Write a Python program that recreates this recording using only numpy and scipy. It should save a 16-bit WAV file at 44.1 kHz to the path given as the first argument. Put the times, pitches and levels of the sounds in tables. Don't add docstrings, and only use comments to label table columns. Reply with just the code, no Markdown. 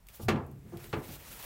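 import sys
import numpy as np
from scipy import signal
from scipy.io import wavfile

SR = 44100
rng = np.random.default_rng(int(sys.argv[2]) if len(sys.argv) > 2 else 0)


def dump(signal):
    limited = np.clip(np.atleast_2d(signal).T, -1, 1)
    pcm = np.round(limited * 32767).astype(np.int16)
    wavfile.write(sys.argv[1], SR, pcm)


N = 63945
TIME = np.arange(N) / SR

# start in seconds, level in dB, contact cut-off in Hz, favoured resonance
# in Hz, its lift in dB, attack in seconds, extra level of the clear metal modes in dB.
BENCH_BLOWS = [(0.196, -19, 920, 130, 6.5, 0.0017, -2.5), (0.23, -25.5, 218, 112.7, 25.5, 0.0075, 4),
               (0.2825, 0.5, 9100, 194, 2.5, 0.0028, 1), (0.334, -9, 373, 217, 13.5, 0.002, -3),
               (0.357, -8, 1480, 346, 1.5, 0.0017, -5.5), (0.528, -26.5, 170, 146, 11, 0.0022, 5.5),
               (0.646, -23, 330, 143, 11, 0.014, 1.5), (0.718, -21.5, 940, 390, 7.5, 0.015, 7),
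               (0.741, -23.5, 710, 129, 18, 0.007, -6), (0.842, -25.5, 576, 352, 5, 0.0079, -4.5),
               (0.928, -6.5, 3170, 139, -0.5, 0.0022, -2.5), (0.965, -10.5, 413, 285, 7.5, 0.0073, -7),
               (1.085, -11, 195, 85, -0.5, 0.011, -8)]


def from_db(db):
    return 10 ** (np.asarray(db) / 20)


def at_hz(points, hz):
    freqs, values = np.transpose(points)
    return np.interp(np.log(hz), np.log(freqs), values)


def in_time(points):
    return np.interp(TIME, *np.transpose(points))


def white():
    return rng.standard_normal(N)


def drift(per_second):
    return np.interp(TIME * per_second, np.arange(N), white())


def bands(source):
    edges_hz = np.geomspace(22, 17500, 30)
    draws = [np.tile(source(), 2) * np.sqrt(SR / 2) for _ in range(2)]
    for k, (low, high) in enumerate(zip(edges_hz, edges_hz[1:])):
        bandpass = signal.butter(2, [low, high], "band", fs=SR, output="sos")
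        yield np.sqrt(low * high), signal.sosfilt(bandpass, draws[k % 2])[N:]


def decay(start, attack, t60):
    age = np.maximum(TIME - start, 0)
    rise = np.minimum(age / attack, 1)
    return rise * np.exp(-np.minimum(np.log(1000) * age / t60, 30))


def room_tone():
    # frequency in Hz, level in dB per Hz.
    spectrum = [(22, -93), (45, -71), (80, -82.5), (160, -91), (300, -101), (1000, -105), (4000, -115),
                (15000, -115)]
    return sum(from_db(at_hz(spectrum, hz)) * noise for hz, noise in bands(white))


def fibre_friction(catches_per_s=3800, catch_share=0.26):
    sizes = from_db(2.5 * np.minimum(rng.exponential(1, N), 4.5))
    signs = rng.choice([-1, 1], N)
    clicks = sizes * signs * (rng.random(N) < catches_per_s / SR)
    return np.sqrt(catch_share) * clicks / clicks.std() + np.sqrt(1 - catch_share) * white()


def cloth_rubbing(flutter_db=1.69):
    # time in seconds, gain in dB.
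    brush_curve = [(0, -41), (.06, -31), (.115, -13.5), (.155, -2), (.195, -14), (.235, 0.5), (.275, -17.5),
                   (.43, -52), (.52, -30), (.66, -23.5), (.76, -16), (.835, -4), (.92, -11), (1.0, -9),
                   (1.125, 0.5), (1.22, -8), (1.295, -1), (1.45, 0.5)]
    drag_curve = [(0, -56), (.06, -16), (.13, -8), (.25, -11.5), (.42, -15), (.6, -21.5), (.72, -12),
                  (.82, -0.5), (.91, -7), (1.0, -4.5), (1.12, 1.5), (1.22, -3.5), (1.32, -0.5), (1.45, 2)]
    # frequency in Hz, level in dB per Hz.
    hiss_spectrum = [(1500, -108), (3000, -91), (5500, -92.5), (8000, -93), (12000, -90), (15500, -89)]
    rustle_spectrum = [(120, -86.5), (300, -89), (600, -87), (1000, -88), (2500, -91), (4500, -111.5),
                       (8000, -103), (15000, -115)]
    brush, drag = from_db(in_time(brush_curve)), from_db(in_time(drag_curve))
    shared_drift = drift(per_second=70)
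    out = np.zeros(N)
    for hz, grain in bands(fibre_friction):
        hiss = brush * from_db(at_hz(hiss_spectrum, hz))
        rustle = drag * from_db(at_hz(rustle_spectrum, hz))
        flutter = from_db(flutter_db * (shared_drift + drift(per_second=39.9)))
        out += np.hypot(hiss, rustle) * flutter * grain
    return out


def crease_snaps():
    # start in seconds, gain in dB, bass cut-off in Hz.
    snaps = [(0.0683, -0.5, 5030), (0.086, 5, 1200), (0.464, -4.5, 9000), (0.513, -4.5, 8800),
             (0.771, 4, 1500), (0.842, 5.5, 2500), (1.11, -5, 2400), (1.426, 12.5, 2440)]
    # frequency in Hz, level in dB per Hz.
    spectrum = [(500, -100), (1200, -94.5), (2300, -82), (5000, -93), (9000, -93), (15000, -88)]
    ticks = []
    for start, db, cutoff_hz in snaps:
        direct = decay(start, attack=0.0008, t60=0.015)
        room = from_db(-12) * decay(start, attack=0.0082, t60=0.11)
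        ticks.append((from_db(db) * (direct + room), cutoff_hz))
    out = np.zeros(N)
    for hz, noise in bands(white):
        envelope = sum(tick / np.hypot(1, (cutoff_hz / hz) ** 2) for tick, cutoff_hz in ticks)
        out += from_db(at_hz(spectrum, hz)) * envelope * noise
    return out


def blow_force(hz, db, contact_hz, lift_hz, lift_db, width_octaves=0.25):
    lift = lift_db * np.exp(-0.5 * (np.log2(hz / lift_hz) / width_octaves) ** 2)
    return from_db(db + lift) / np.hypot(1, (hz / contact_hz) ** 2)


def bench_thumps():
    # frequency in Hz, level in dB per Hz.
    spectrum = [(25, -94), (50, -65.5), (85, -52.5), (130, -48.5), (220, -55), (400, -52), (570, -58.5),
                (800, -58.5), (1500, -63.5), (2400, -63.5), (3800, -66), (4900, -73), (6000, -69),
                (8000, -79.5), (15000, -74.5)]
    # frequency in Hz, seconds to fall 60 dB.
    bench_t60 = [(50, 0.68), (150, 0.28), (400, 0.29), (1000, 0.36), (2500, 0.18), (5000, 0.11),
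                 (9000, .115), (15000, 0.094)]
    room_t60 = [(60, 3.2), (150, 1.68), (400, 1.004), (1000, 0.49), (3000, 0.19), (12000, 0.22)]
    out = np.zeros(N)
    for hz, noise in bands(white):
        power = 0
        for start, *contact, attack, _ in BENCH_BLOWS:
            smack = from_db(-14) * decay(start, attack, t60=0.019)
            ring = decay(start, attack, t60=at_hz(bench_t60, hz))
            tail = from_db(-18.5) * decay(start, attack=0.027, t60=at_hz(room_t60, hz))
            power += blow_force(hz, *contact) ** 2 * (smack ** 2 + ring ** 2 + tail ** 2)
        out += from_db(at_hz(spectrum, hz)) * np.sqrt(power) * noise
    return out


def metal_ring(scatter_db=2.5):
    # frequency in Hz, relative level in dB, seconds to fall 60 dB.
    modes = [(80.6, -39.5, 0.56), (114.9, -33, 0.335), (139.56, -37, 0.81), (213.3, -30.5, 0.2),
             (234.6, -37, 0.19), (335.1, -34.5, 0.38), (346.4, -36, .42), (419.5, -35.5, 0.17),
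             (453, -39.5, 0.36), (494, -49, 0.2), (693, -36.5, 0.41), (760, -38.5, 0.31), (1180, -38, 0.3),
             (1390, -36, 0.14), (1679, -39.5, 0.22), (2317, -39.5, .22)]
    out = np.zeros(N)
    for start, *contact, attack, ring_db in BENCH_BLOWS:
        for k, (hz, mode_db, t60) in enumerate(modes):
            level_db = ring_db + mode_db + scatter_db * rng.standard_normal()
            tone = (-1) ** k * np.sin(2 * np.pi * hz * (TIME - start))
            out += blow_force(hz, *contact) * from_db(level_db) * decay(start, attack, t60) * tone
    return out


def scene():
    return (room_tone() + cloth_rubbing() + crease_snaps() + bench_thumps() + metal_ring())[None]


def record(dry, cutoff_hz=15800):
    return signal.sosfilt(signal.ellip(12, 0.2, 70, cutoff_hz, fs=SR, output="sos"), dry)


dry = scene()
out = record(dry)
dump(out)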